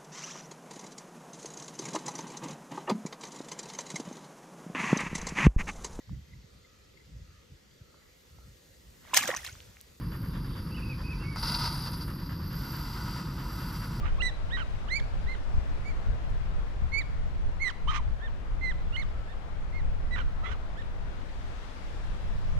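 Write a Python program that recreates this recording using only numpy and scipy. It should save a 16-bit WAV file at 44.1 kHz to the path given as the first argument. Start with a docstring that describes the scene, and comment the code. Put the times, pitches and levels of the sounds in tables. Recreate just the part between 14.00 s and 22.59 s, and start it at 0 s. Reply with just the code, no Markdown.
"""Gulls on an open beach, over distant surf and wind buffeting two microphones. A low squawk opens,
then five yelps: short arched harmonic cries, the first cracking upward, the second breaking into a rasp.
Two tiny ticks at 2.3 s; the loudest yelps at 2.9 and 3.6 s; softer ones until 6.8 s, among two more
squawks and two faint far whistles. The cries come from the right, with a faint echo. Near 7.7 s the
surf brightens with the hiss of foam while the wind lulls; the wind rises again at the end."""
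import sys
import numpy as np
from scipy import signal
from scipy.fft import rfft, irfft, next_fast_len
from scipy.io import wavfile
from scipy.ndimage import uniform_filter1d

SR = 44100
rng = np.random.default_rng(int(sys.argv[2]) if len(sys.argv) > 2 else 0)


def output_pcm(signal):
    """Save a mono or channel-first signal as 16-bit PCM at the path in sys.argv[1].

    Samples are clipped to [-1, 1] before scaling.
    """
    pcm = np.clip(np.atleast_2d(signal).T, -1, 1) * 32767
    wavfile.write(sys.argv[1], SR, np.round(pcm).astype(np.int16))


N = 378819
TIME = np.arange(N) / SR
ENDING_DB = -19  # fade over a cry's final fall


def gain_of(db):
    """Decibels to amplitude."""
    return 10 ** (np.asarray(db) / 20)


def unit_rms(x):
    """Scale to rms 1."""
    return x / np.sqrt(np.mean(x ** 2) + 1e-20)


def at_hz(points, hz):
    """Interpolate a table over log frequency."""
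    f, value = np.transpose(points)
    return np.interp(np.log(hz + 1), np.log(f + 1), value)


def over_time(points):
    """Interpolate a table over the scene's time."""
    return np.interp(TIME, *np.transpose(points))


def add(mix, start_s, sound):
    """Mix a sound in at start_s."""
    part = mix[max(round(start_s * SR), 0):][:len(sound)]
    part += sound[:len(part)]


def coloured(x, spectrum):
    """Filter by a table of f/Hz, gain/dB."""
    size = next_fast_len(len(x))
    gain = gain_of(at_hz(spectrum, np.fft.rfftfreq(size, 1 / SR)))
    return irfft(rfft(x, size) * gain, size)[:len(x)]


def shaped_noise(count, spectrum):
    """Coloured noise, rms 1."""
    return unit_rms(coloured(rng.standard_normal(count), spectrum))


def wobble(count, corner_hz):
    """Low-passed random drift, rms 1."""
    size = next_fast_len(count)
    hz = np.fft.rfftfreq(size, 1 / SR)
    return unit_rms(irfft(rfft(rng.standard_normal(size)) / (1 + (hz / corner_hz) ** 2), size)[:count])


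def surf(wash_db=7.0, foam_db=8, patchy_db=0.9849):
    """Far breakers: a dull wash and a hiss of foam, both in drifting patches."""
    # spectra of wash and foam: f/Hz, relative density/dB
    wash_spectrum = [(60, -2), (200, 4.5), (330, -3), (600, 1), (900, -2), (1300, -3.5), (2000, -8.5),
                     (3000, -16), (5000, -27.5), (9000, -37), (15000, -44)]
    foam_spectrum = [(600, -27), (2000, 3.5), (3500, 5), (5000, 0), (7000, -6), (10000, -14),
                     (12500, -23.5), (15500, -30.5)]
    # their swells: t/s, relative level/dB
    wash_swell = [(0, -53.5), (2.0, -53.5), (3.6, -55.5), (6.2, -55), (8.0, -53.5), (8.59, -54)]
    foam_swell = [(0, -68.5), (1.5, -67.5), (2.7, -70), (4.3, -73), (5.0, -70), (5.6, -72), (6.9, -71),
                  (7.7, -64.5), (8.59, -67)]
    # left-right likeness: f/Hz, correlation
    likeness = [(100, -0.6554), (300, 0.99), (600, -0.1175), (1200, 0), (4000, 0), (12000, 0)]
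    # balance: f/Hz, left minus right/dB
    balance = [(60, 1.5), (130, 1.0), (290, 6.35), (640, 6.98), (1410, 6.143), (3100, 4.86), (6820, 2.929),
               (15000, 1.5)]
    frames, hz = N // 256 + 5, np.fft.rfftfreq(1024, 1 / SR)
    correlation = at_hz(likeness, hz)
    side_db = at_hz(balance, hz) / 2
    out = np.zeros((2, N))
    layers = (wash_spectrum, wash_swell, wash_db), (foam_spectrum, foam_swell, foam_db)
    for spectrum, swell, db in layers:
        a, b, c, d, patches = rng.standard_normal((5, frames, len(hz)))
        patches = unit_rms(uniform_filter1d(uniform_filter1d(patches, 20, axis=0), 12, axis=1))
        left = a + 1j * b
        right = correlation * left + np.sqrt(1 - correlation ** 2) * (c + 1j * d)
        bins = np.array([left * gain_of(side_db), right * gain_of(-side_db)])
        bins *= gain_of(at_hz(spectrum, hz) + patchy_db * patches)
        noise = signal.istft(bins.swapaxes(1, 2), nperseg=1024, noverlap=768)[1][:, :N]
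        out += unit_rms(noise) * gain_of(db + over_time(swell))
    return out


def far_whistles(waver=0.0061):
    """Thin wavering tones, barely above the surf."""
    # whistles: t/s, length/s, f/Hz, level/dB
    whistles = [(5.104, 0.192, 1311, -60.5), (6.204, 0.39, 1303, -63)]
    out = np.zeros(N)
    for start_s, length_s, hz, db in whistles:
        count = int(length_s * SR)
        phase = 2 * np.pi * np.cumsum(hz * (1 + waver * wobble(count, corner_hz=41.96))) / SR
        add(out, start_s, gain_of(db) * np.sqrt(2) * np.sin(phase) * signal.windows.tukey(count, .5))
    return out


def ticks(decay_s=0.000657):
    """Tiny dry ticks: bright noise, dying in about a millisecond."""
    # ticks: t/s, initial level/dB
    hits = [(2.303, -53), (2.313, -60)]
    # their spectrum: f/Hz, relative density/dB
    spectrum = [(2000, -30), (6000, 2.5), (9000, -3.5), (13000, -3.5), (15000, -13)]
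    out, t = np.zeros(N), TIME[:512]
    for start_s, db in hits:
        add(out, start_s, gain_of(db) * shaped_noise(len(t), spectrum) * np.exp(-t / decay_s))
    return out


def wind(gain_db=6.5, opposed=0.1735, lean_db=0.57, sway_db=0.13, lumpy_db=1.99, puff_s=0.0314):
    """Eddies press on the two microphones in lumps and puffs, partly in opposite senses."""
    # eddy rumble: f/Hz, relative density/dB
    rumble = [(6, -4), (16, 2), (30, 1.5), (50, -3), (80, -8.5), (120, -15), (180, -21.5), (280, -41),
              (500, -39), (1500, -83)]
    # slow rise and fall: t/s, relative level/dB
    breeze = [(0, -35), (0.8, -39.5), (1.6, -37), (2.9, -35), (3.7, -37.5), (4.5, -40.5), (5.0, -36.5),
              (5.25, -41.5), (5.75, -38.5), (6.05, -34), (6.3, -39), (6.85, -40), (7.75, -45.5),
              (8.05, -41), (8.35, -35.5), (8.59, -32.5)]
    # strongest puffs: t/s, level over the breeze/dB
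    puffs = [(0.06, 3.5), (1.02, 7), (1.25, 5.5), (1.57, 7), (2.11, 6.5), (2.84, 5.5), (3.23, 2),
             (3.86, 4.5), (4.08, 3), (5.05, 4), (6.51, 5)]
    left = shaped_noise(N, rumble)
    right = np.sqrt(1 - opposed ** 2) * shaped_noise(N, rumble) - opposed * left
    side_db = lean_db + sway_db * wobble(N, corner_hz=0.58)
    puff_db = sum(db * np.exp(-((TIME - peak_s) / puff_s) ** 2) for peak_s, db in puffs)
    level_db = gain_db + over_time(breeze) + lumpy_db * wobble(N, corner_hz=5) + puff_db
    return np.array([left, right]) * gain_of(level_db + np.array([side_db, -side_db]))


def echoes(x, gap_s=0.016, taps_per_s=900):
    """Sparse reflections off sand, fence and buildings, different on each side."""
    # decay: f/Hz, T60/s
    t60 = [(500, 0.44), (2000, 0.555), (4500, 0.9), (10000, 0.31)]
    taps = rng.standard_normal((2, SR)) * (rng.random((2, SR)) < taps_per_s / SR) * (TIME[:SR] > gap_s)
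    hz, t, bins = signal.stft(taps, SR, nperseg=256)
    tail = signal.istft(bins * gain_of(-60 * t / at_hz(t60, hz)[:, None]), SR, nperseg=256)[1]
    return signal.fftconvolve(x[None], tail / np.linalg.norm(tail[0]), axes=1)[:, :N]


def syrinx(hz, level_db, second_db, upper_db, rough, rasp_db=6.5, voice_db=1, slope_db_per_oct=8):
    """A gull's voice: eight harmonics; with roughness the cycles turn uneven and rasp."""
    # resonances of throat and open bill: f/Hz, gain/dB
    throat = [(2300, -3.5), (3100, 11.5), (3700, 16), (4500, 1.5), (5300, -5.5), (5900, -10.5), (6500, -4),
              (8000, -9.5), (10000, -17.5), (12000, -31), (14000, -35)]
    # rasp of a broken voice, and its hoarse upper edge: f/Hz, relative density/dB
    rasp_spectrum = [(600, -47), (850, -11.5), (1150, 3), (1550, -3), (1900, -1.5), (2400, -2), (3200, -12),
                     (3800, -10), (4700, -32), (6000, -30.5), (9000, -50.5)]
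    edge_spectrum = [(2000, -23.5), (3000, 8), (3700, -5), (4900, -5), (6000, -3.5), (7000, -11),
                     (8500, -20), (11000, -33), (14000, -53)]
    rough, count = np.clip(rough, 0, 1), len(hz)
    jitter = (0.0039 + 0.0827 * rough) * wobble(count, corner_hz=380)
    phase = 2 * np.pi * np.cumsum(hz * (1 + jitter)) / SR
    lower = np.sqrt(2 * (1 - rough ** 2)) * (np.cos(phase) + gain_of(second_db) * np.cos(2 * phase))
    k = np.arange(3, 9)[:, None]
    share = gain_of(at_hz(throat, k * hz) - slope_db_per_oct * np.log2(k))
    upper = np.sqrt(2) * (share * np.cos(k * phase)).sum(0) / np.linalg.norm(share, axis=0)
    rasp = rough ** 1.8 * shaped_noise(count, rasp_spectrum)
    dissolved = np.clip(2.222 * rough, 0, 1)  # upper harmonics turn to noise first
    upper = np.sqrt(1 - dissolved ** 2) * upper + dissolved * shaped_noise(count, edge_spectrum)
    flutter = 1 + 0.3687 * rough * wobble(count, corner_hz=180)  # uneven membrane beats
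    sound = gain_of(voice_db) * lower + gain_of(upper_db) * upper + gain_of(rasp_db) * rasp
    return gain_of(level_db) * flutter * sound * signal.windows.tukey(count, .06)


def arch(t, length_s, rise_s, first_hz, last_hz, scoop, drop, fall_s=0.037, attack_s=0.0234,
         onset_db=-21, sag_per_s=0.4692, sag_db_per_s=-51.5):
    """A cry scoops up, sags as it holds, slides down. Returns f/Hz, level/dB, fall progress 0-1."""
    hold_s = max(length_s - rise_s - fall_s, 1e-3)
    early_s = np.maximum(rise_s - t, 0)
    held = np.clip((t - rise_s) / hold_s, 0, 1)
    fall = np.clip(1 - (length_s - t) / fall_s, 0, 1)
    sag_s = hold_s * np.sin(np.pi * held) ** 2  # longer holds sag more
    bend = (1 - scoop * (early_s / rise_s) ** 2) * (1 - sag_per_s * sag_s) * (1 - drop * fall ** 2)
    hz = (first_hz + (last_hz - first_hz) * held) * bend
    attack_db = onset_db * np.tanh(early_s / attack_s) ** 2.045
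    return hz, attack_db + sag_db_per_s * sag_s + ENDING_DB * fall ** 1.12, fall


def register(t, span_s, switch_s=0.00424):
    """Voice register gate: 1 within span_s, then 0; spans up to switch_s are ignored."""
    return np.clip((span_s - t) / switch_s + .5, 0, 1) * (span_s > switch_s)


def second_tone(length_s, top_hz, db, scoop=0.092, fade_db=-16):
    """The other side of the syrinx sounds a nearly pure tone that rises, swells and fades."""
    progress = np.linspace(0, 1, int(length_s * SR))
    hz = top_hz * (1 - scoop * (1 - progress) ** 4)
    level_db = db + fade_db * (2 * progress - 1) ** 2
    return syrinx(hz, level_db, second_db=-29, upper_db=-37, rough=np.full(len(hz), 0.27))


def squawk(length_s, rise_s, first_hz, last_hz, scoop, drop, db, upper_db, broken_s,
           settle_s=0.18, clearing_db=7, throb_db=0.88, bite_db=21, bill_db=11):
    """A low rough cry that breaks and throbs, brightens as the bill opens and clears in the fall."""
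    t = np.arange(0, length_s, 1 / SR)
    hz, shape_db, fall = arch(t, length_s, rise_s, first_hz, last_hz, scoop, drop)
    broken, progress = register(length_s - t, broken_s), t / length_s
    settling = np.exp(-np.maximum(t - length_s + broken_s, 0) / settle_s)
    broken_db = -3.5 + throb_db * wobble(len(t), corner_hz=70)
    level_db = db + shape_db + broken * broken_db + clearing_db * fall
    second_db = -19.5 + bite_db * progress ** 2 * (1 - fall ** 2)
    upper_db = upper_db + bill_db * (progress - .5) + ENDING_DB * fall ** 2
    rough = (0.237 + 0.526 * broken * settling) * (1 - fall)
    return syrinx(hz, level_db, second_db, upper_db, rough)


def yelp(length_s, rise_s, first_hz, last_hz, scoop, drop, db, second_db, upper_db, hoarse,
         thin_s, broken_s, clearing_db=10, waver_db=2.33, bill_db=7, swell_db_per_s=340):
    """A high cry, growing hoarser; it may open thin and crack upward, or break into a rasp."""
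    # second and upper harmonics as the pitch moves them through the throat: f0/Hz, relative level/dB
    second_by_pitch = [(1000, -23.5), (1200, -17), (1350, -6), (1500, -2.5), (1750, -8), (1920, -7.5),
                       (2060, -14), (2350, -18)]
    upper_by_pitch = [(1100, -11.5), (1450, -14.5), (1800, -19.5), (2080, -25.5), (2350, -21.5)]
    t = np.arange(0, length_s, 1 / SR)
    hz, shape_db, fall = arch(t, length_s, rise_s, first_hz, last_hz, scoop, drop)
    thin, broken = register(t, thin_s), register(length_s - t, broken_s)
    full, progress = 1 - thin, t / length_s
    hz = hz * 0.715 ** thin * 0.79 ** broken  # both registers lie lower
    depth = 1 + 0.0336 * (db + 27)  # softer cries have flatter envelopes
    level_db = db + full * depth * shape_db - 16.5 * thin + broken * (clearing_db * fall - 2.3)
    opening_db = bill_db * (progress - .5)  # harmonics gain as the bill opens
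    swell_db = swell_db_per_s * (t - thin_s)  # thin harmonics swell up to the crack
    second_db = at_hz(second_by_pitch, hz) + full * (second_db + opening_db) + thin * (20.5 + swell_db)
    second_db += waver_db * wobble(len(t), corner_hz=70) - 9 * broken
    upper_db = at_hz(upper_by_pitch, hz) + full * (upper_db + opening_db) + thin * (10 + swell_db)
    upper_db += waver_db * wobble(len(t), corner_hz=70)
    rough = hoarse * progress ** 1.4 + 0.56 * broken * (1 - fall)
    return syrinx(hz, level_db, second_db, upper_db, rough)


def gulls(lag_s=0.0009642, echo_db=-25, slap_s=0.074, slap_db=-33):
    """Cries from the right: the shadowed left microphone hears them later and weaker."""
    # yelps: t/s, length/s, rise/s, f after rise/Hz, f before fall/Hz, scoop 0-1, drop 0-1, level/dB,
    # second harmonic offset/dB, upper harmonics offset/dB, hoarseness 0-1, thin start/s, broken end/s
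    yelps = [ (0.181, 0.1256, 0.0448, 2007, 2002, 0.33, 0.16, -28, 2, 4, 0.04, 0.0397, 0.0038),
             (0.498, 0.1375, 0.0445, 1924, 1970, 0.37, 0.24, -32.5, 4.5, -5, 0, 0.0053, 0.0663),
             (0.873, 0.132, 0.0557, 2081, 2338, 0.55, 0.15, -27, 4, 1, 0.14, 0.0025, 0.0061),
             (1.263, 0.0947, 0.0353, 2070, 2103, 0.18, 0.16, -38, -1, -6, 0.09, 0.0031, 0.00723),
             (1.848, 0.0758, 0.0249, 2279, 2319, 0.06, 0.1, -43, 2, 4.5, 0.11, 0, 0.0033),
             (2.918, 0.1082, 0.0305, 2210, 2321, 0.06, 0.3, -25.5, -1.5, -2, 0.14, 0.000095, 0.0018),
             (3.597, 0.1197, 0.032, 2187, 1979, 0.08, 0.6, -25.5, -3.5, 1, 0.37, 0.000042, 0.0038),
             (4.198, 0.0914, 0.0482, 1804, 1833, 0.19, 0.29, -41, -3, -14, 0, 0, 0.0048),
             (4.609, 0.121, 0.03425, 2095, 2033, 0.03, 0.44, -29.5, -6.5, -6, 0.12, 0.000015, 0.0039),
             (4.923, 0.1156, 0.045, 2084, 2218, 0.13, 0.41, -33.5, -2, -2.5, 0.2, 0.042, 0.0047),
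             (5.272, 0.0726, 0.034, 1790, 1830, 0.14, 0.21, -51.5, -2, -9, 0.05, 0, 0.0076),
             (5.723, 0.0896, 0.0406, 2146, 2139, 0.06, 0.18, -42.5, -6.5, -11, 0.22, 0, 0),
             (6.107, 0.119, 0.0333, 1978, 1909, 0.02, 0.13, -33.5, -0.5, -4, 0.2, 0.00054, 0.0662),
             (6.748, 0.079, 0.047, 1800, 1874, 0.58, 0.17, -46, -2.5, -2, 0, 0.01, 0.0053), ]
    # squawks: t/s, length/s, rise/s, f after rise/Hz, f before fall/Hz, scoop 0-1, drop 0-1, level/dB,
    # upper harmonics/dB, broken end/s
    squawks = [ (0.02, 0.0957, 0.0234, 1197, 1520, 0.02, 0.23, -39.5, -19, 0.069),
               (3.87, 0.137, 0.02514, 1260, 1193, 0.4, 0.29, -29.5, -10.5, 0.097),
               (6.423, 0.137, 0.02718, 1315, 1502, 0.1, 0.4, -37.5, -13.5, 0.1083), ]
    # second tones within squawks: t/s, length/s, top f/Hz, level/dB
    second_tones = [(3.872, 0.043, 3139, -34.5), (6.436, 0.0554, 2040, -40), (6.435, 0.079, 3368, -47.5)]
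    # acoustic shadow: f/Hz, left minus right/dB
    shadow = [(900, 0), (1300, -9.5), (2100, -14), (3000, -13), (4200, -12), (6300, -20), (9000, -4.5),
              (14000, -5)]
    left, right, slap = np.zeros((3, N))
    for voice, cries in ((yelp, yelps), (squawk, squawks), (second_tone, second_tones)):
        for start_s, *row in cries:
            add(right, start_s, voice(*row))
    add(left, lag_s, coloured(right, shadow))
    add(slap, slap_s, right)  # one distinct reflection
    return np.array([left, right]) + gain_of(slap_db) * slap + gain_of(echo_db) * echoes(right)


def scene():
    """Gulls over surf and wind, in stereo."""
    return gulls() + far_whistles() + surf() + wind() + ticks()


def record(dry, cutoff_hz=15650):
    """Low-pass band limit."""
    lowpass = signal.firwin(511, cutoff_hz, window=("kaiser", 9), fs=SR)
    return signal.oaconvolve(dry, lowpass[None], "same")


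dry = scene()
out = record(dry)
output_pcm(out)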